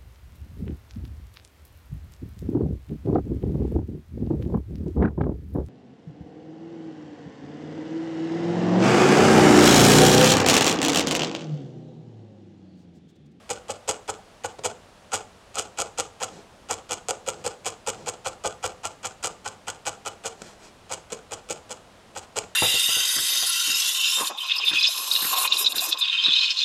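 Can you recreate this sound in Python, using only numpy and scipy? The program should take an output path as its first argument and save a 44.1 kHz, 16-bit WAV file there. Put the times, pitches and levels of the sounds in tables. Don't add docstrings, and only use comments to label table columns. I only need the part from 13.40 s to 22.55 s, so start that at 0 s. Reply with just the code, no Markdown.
import sys
import numpy as np
from scipy import signal
from scipy.fft import rfft, irfft
from scipy.io import wavfile

SR = 44100
rng = np.random.default_rng(int(sys.argv[2]) if len(sys.argv) > 2 else 0)


def digitize_waveform(pressure):
    field = np.atleast_2d(pressure).T
    bounded = np.clip(field, -1, 1)
    quanta = np.round(bounded * 32767).astype(np.int16)
    wavfile.write(sys.argv[1], SR, quanta)


N = 403515
SPAN = 10240
CLOCK = (np.arange(SPAN) - SPAN // 2) / SR

# middle of the crackle in seconds, spread in seconds, crackle level
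# in dB, base level of the knock in dB, hardness of the spot as the knock's tilt in dB per octave.
STABS = [(.116, 0.0091, -27.5, -27, -8.5), (.307, 0.0093, -31, -28.5, -4.5),
         (.498, 0.0083, -22.5, -26.5, -6.5), (.697, 0.0074, -30, -28.5, 1), (1.055, 0.0071, -33, -27, -1),
         (1.26, 0.0091, -25, -25, -4), (1.749, .012, -23.5, -27, 4), (2.192, 0.019, -24.5, -31.5, 5.5),
         (2.407, 0.013, -24, -30, 6), (2.598, 0.0089, -24.5, -29.5, 0), (2.832, 0.012, -27.5, -30, 2.5),
         (3.322, .0135, -27.5, -29, 4), (3.523, 0.012, -25, -31, -3), (3.702, .007, -31, -32, -4),
         (3.888, 0.0097, -27.5, -28.5, -17), (4.066, .0098, -26.5, -26.5, -10.5),
         (4.275, .011, -25, -31, -1.5), (4.49, 0.01, -24.5, -27, -8), (4.685, 0.0095, -26.5, -29.5, -3.5),
         (4.872, 0.01, -31, -28.5, 5.5), (5.063, 0.0099, -27, -25, -1), (5.253, 0.0099, -27, -26.5, 3.5),
         (5.46, .0105, -31.5, -32, 8.5), (5.659, 0.011, -28.5, -32, 9.5), (5.854, .0104, -26, -32.5, 16.5),
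         (6.073, 0.011, -32.5, -31.5, 7.5), (6.293, 0.0092, -29.5, -32, 7.5), (6.478, .0097, -27, -29, 6),
         (6.672, 0.0085, -30.5, -31.5, 7), (6.866, 0.011, -27.5, -33, 0), (7.528, 0.013, -27.5, -34, 0.5),
         (7.73, 0.011, -31.5, -34.5, -23), (7.934, 0.0097, -31.5, -33.5, -5),
         (8.113, 0.0095, -27.5, -31, -17), (8.317, 0.0093, -33, -37, -8),
         (8.776, 0.0099, -33.5, -35.5, 2.5), (8.98, 0.0085, -23.5, -29, -2.5)]
# start in seconds, level in dB.
SNAPS = [(0.1021, -23), (.4944, -14.5), (1.2593, -16), (1.7423, -15), (2.1559, -21), (2.1959, -14),
         (2.4194, -14.5), (2.599, -16.5), (2.834, -16.5), (3.3107, -13.5), (3.5195, -20), (3.6856, -16),
         (3.6926, -18), (3.7084, -12), (3.8878, -17), (4.8718, -17.5), (5.454, -16.5), (5.8455, -16.5),
         (5.8717, -18), (6.479, -19.5)]
# middle in seconds, spread in seconds, thud level in dB, rustle level in dB.
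NUDGES = [(1.192, 0.003, -35, -51), (2.953, 0.046, -47, -58), (3.999, 0.03, -49, -63),
          (4.599, 0.045, -47.5, -60), (7.02, 0.0013, -35, -34), (7.067, 0.043, -60, -49),
          (7.25, 0.027, -63, -50.5), (8.833, 0.012, -70, -52)]
# pitch in Hz, seconds to fade by 60 dB, relative level in dB.
PAD_MODES = [(425, 0.075, -9.5), (495, 0.055, 1.5), (682, 0.015, -3), (802.4, 0.033, 1.5),
             (1201, 0.027, -6), (1435, 0.023, -6.5)]
# pitch in Hz, seconds to fade by 60 dB, relative level in dB.
NEEDLE_MODES = [(2300, 0.021, -28), (2860, 0.044, -23), (3410, 0.014, -25), (4900, 0.013, -20),
                (6750, 0.0078, -37), (7540, .012, -24), (7840, 0.0067, -25)]
# frequency in Hz, relative level in dB.
ROOM_TONE_EQ = [(15, -40), (25, -5), (108, -1.5), (153, -7.5), (190, -1.5), (212, -2.5), (277, -8),
                (301, -7.5), (695, -4.5), (796, -8.5), (988, -8.5), (2220, -16.5), (2840, -16), (9320, -27),
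                (13000, -36.5), (16000, -27)]
FIBRE_EQ = [(150, -26), (450, -5), (800, -8.5), (1350, -7.5), (1800, -18), (2900, -10), (3800, -15.5),
            (5600, -13), (6800, -3), (8300, -7), (9300, -17.5), (12000, -26.5), (15500, -34.5)]
FOAM_EQ = [(600, -30), (1350, 8), (1750, -8.5), (2400, 3.5), (3000, 7.5), (3800, -1), (5000, -0.5),
           (7500, -0.5), (12000, -36), (16000, -51)]
THUD_EQ = [(40, -44.5), (110, -2.5), (195, -0.5), (280, -9.5), (400, 0), (900, -11), (2500, -27.5),
           (8000, -25), (16000, -72)]
RUSTLE_EQ = [(200, 2.5), (700, 4), (3000, -1.5), (5000, -1.5), (7800, -1.5), (10000, -14.5), (15000, -22)]
WALL_EQ = [(60, -3), (250, 1.5), (700, -1), (1300, -3), (3000, -11), (7500, -9.5), (12000, -22)]


def undb(db):
    return 10 ** (np.asarray(db) / 20)


def level(x, db, seconds=0.013):
    return x * undb(db) * np.sqrt(seconds * SR / (np.sum(x ** 2) + 1e-18))


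def add(track, start_s, x):
    start = int(round(start_s * SR))
    lo, hi = max(start, 0), min(start + len(x), N)
    track[lo:hi] += x[lo - start:hi - start]


def through(x, response):
    return signal.fftconvolve(x, response)[:len(x)]


def colour(curve, size=4096):
    hz, db = np.transpose(curve)
    bin_hz = np.arange(size // 2 + 1) * SR / size
    gain = undb(np.interp(np.log(bin_hz + 1), np.log(hz), db))
    cepstrum = irfft(np.log(gain))
    cepstrum[1:size // 2] *= 2
    cepstrum[size // 2 + 1:] = 0
    response = irfft(np.exp(rfft(cepstrum)))
    return response / np.linalg.norm(response)


def mode(hz, t60, size=4096):
    t = np.arange(size) / SR
    return np.cos(2 * np.pi * hz * t) * np.exp(-np.log(1000) * t / t60)


def room_tone(db=-51.5):
    return undb(db) * through(rng.standard_normal(N), colour(ROOM_TONE_EQ))


def catches(spread, rate, scatter_db, contact=4.4):
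    speed = np.exp(-.5 * (CLOCK / spread) ** 2) * (CLOCK > -contact * spread)
    slips = rng.random(SPAN) < rate / SR * np.sqrt(speed)
    sizes = undb(scatter_db * np.clip(rng.standard_normal(SPAN), -2, 2))
    return slips * sizes * rng.choice([-1, 1], SPAN) * np.sqrt(speed)


def fibre_click(detune=0.012, ring_db=-13.5, grip_db=1.5):
    click = colour(FIBRE_EQ)
    for hz, t60, db in NEEDLE_MODES:
        pitch, strength = rng.standard_normal(2)
        click += undb(db + ring_db + grip_db * strength) * mode(hz * (1 + detune * pitch), t60)
    return click / np.linalg.norm(click)


def pad_ring(force, tilt_db, detune=0.026, spot_db=1.08, low_cut_hz=300):
    ring = 0
    for k, (hz, t60, db) in enumerate(PAD_MODES):
        pitch, strength = rng.standard_normal(2)
        shaken = through(force, mode(hz * (1 + detune * pitch), t60, size=2048))
        octaves = np.log2(hz / PAD_MODES[0][0])
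        ring += (-1) ** k * level(shaken, db + spot_db * strength + tilt_db * octaves)
    return signal.sosfilt(signal.butter(2, low_cut_hz, "high", fs=SR, output="sos"), ring)


def touch(spread, db, click, foam, tick_db=-6, crunch_db=-21, fibre_db=-16, pad_db=-15):
    scratch = catches(0.77 * spread, rate=2400, scatter_db=6.5) * (CLOCK >= 0)
    scratch[SPAN // 2] += undb(tick_db) * np.linalg.norm(scratch)
    crunch = level(through(scratch, foam), db + crunch_db)
    fibres = level(through(scratch, click), db + fibre_db)
    return crunch + fibres + level(pad_ring(scratch, tilt_db=7), db + pad_db)


def snaps(snap_seconds=0.00051, knock_db=-16):
    out = np.zeros(N)
    for start, db in SNAPS:
        click = fibre_click()
        jolt = pad_ring(signal.unit_impulse(len(click)), tilt_db=0.5)
        add(out, start, level(click, db, snap_seconds) + level(jolt, db + knock_db))
    return out


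def puncture(spread, give_db=-4, give_lead=.5):
    force = catches(spread, rate=1100, scatter_db=3, contact=3.4)
    force[SPAN // 2 - int(give_lead * spread * SR)] += undb(give_db) * np.linalg.norm(force)
    return force


def knock(push, db, tilt_db, foam, pad_db=2.0, crunch_db=-9, crunch_tilt=0.65):
    ring = level(pad_ring(push, tilt_db), db + pad_db)
    crunch = level(through(push, foam), db + crunch_db + crunch_tilt * tilt_db)
    return ring + crunch


def crackle(spread, db, click, foam, rasp_db=-11, strand_db=-8.5, strand_reach=1.6):
    tearing = catches(spread * .9, rate=600, scatter_db=6.5)
    strand_offsets = (rng.uniform(-1, 1, 3) * strand_reach * spread * SR).astype(int)
    tearing[SPAN // 2 + strand_offsets] += undb(strand_db) * np.linalg.norm(tearing)
    rubbing = catches(spread * 1.1, rate=18000, scatter_db=2.5)
    return level(through(tearing, click), db) + level(through(rubbing, foam), db + rasp_db)


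def bump(push, db, tilt_db, thud, thud_db=-18, thud_tilt=0.64, table_db=-13):
    table = level(through(push, mode(hz=100, t60=0.16, size=8192)), db + table_db)
    return table + level(through(push, thud), db + thud_db - thud_tilt * tilt_db)


def pull_out(db, click, foam, thud, fibre_db=-22, foam_db=-22, pad_db=-14, thud_db=-23):
    pull = catches(spread=.012, rate=600, scatter_db=4.5)
    rasp = level(through(pull, click), db + fibre_db) + level(through(pull, foam), db + foam_db)
    ring = level(pad_ring(pull, tilt_db=4), db + pad_db)
    return rasp + ring + level(through(pull, thud), db + thud_db)


def stabs(touch_lead=2.5, knock_lead=.8, pull_lag=2.1, turn_s=.03):
    out = np.zeros(N)
    foam, thud = colour(FOAM_EQ), colour(THUD_EQ)
    for middle, spread, crackle_db, knock_db, tilt_db in STABS:
        start = middle + CLOCK[0]
        effort_db = (crackle_db + knock_db) / 2
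        click = fibre_click()
        push = puncture(spread * .68)
        add(out, start - touch_lead * spread, touch(spread, effort_db, click, foam))
        add(out, start - knock_lead * spread, knock(push, knock_db, tilt_db, foam))
        add(out, start, crackle(spread, crackle_db, click, foam))
        add(out, start, bump(push, knock_db, tilt_db, thud))
        add(out, start + turn_s + pull_lag * spread, pull_out(effort_db, click, foam, thud))
    return out


def fingers():
    out = np.zeros(N)
    for middle, spread, thud_db, rustle_db in NUDGES:
        rub = catches(spread, rate=4500, scatter_db=3)
        thud = level(through(rub, colour(THUD_EQ)), thud_db, 2 * spread)
        rustle = level(through(rub, colour(RUSTLE_EQ)), rustle_db, 2 * spread)
        add(out, middle + CLOCK[0], thud + rustle)
    return out


def echoes(t60, arrival_s):
    t = np.arange(SR // 2) / SR
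    train = rng.standard_normal(len(t)) * np.exp(-np.log(1000) * t / t60) * (t > arrival_s)
    return train / np.linalg.norm(train)


def room_reverb(x, near_db=-9, tail_db=-15):
    low_cut = signal.butter(2, 1000, "high", fs=SR, output="sos")
    near = signal.sosfilt(low_cut, echoes(t60=.024, arrival_s=.001))
    tail = through(echoes(t60=0.3, arrival_s=0.00542), colour(WALL_EQ))
    return through(x, undb(near_db) * near + undb(tail_db) * tail)


def scene():
    direct = stabs() + snaps() + fingers()
    return (direct + room_reverb(direct) + room_tone())[None]


def record(dry, soft_hz=12900, top_hz=15800):
    soft = signal.sosfilt(signal.butter(4, soft_hz, fs=SR, output="sos"), dry)
    return signal.sosfilt(signal.ellip(8, .2, 70, top_hz, fs=SR, output="sos"), soft)


dry = scene()
out = record(dry)
digitize_waveform(out)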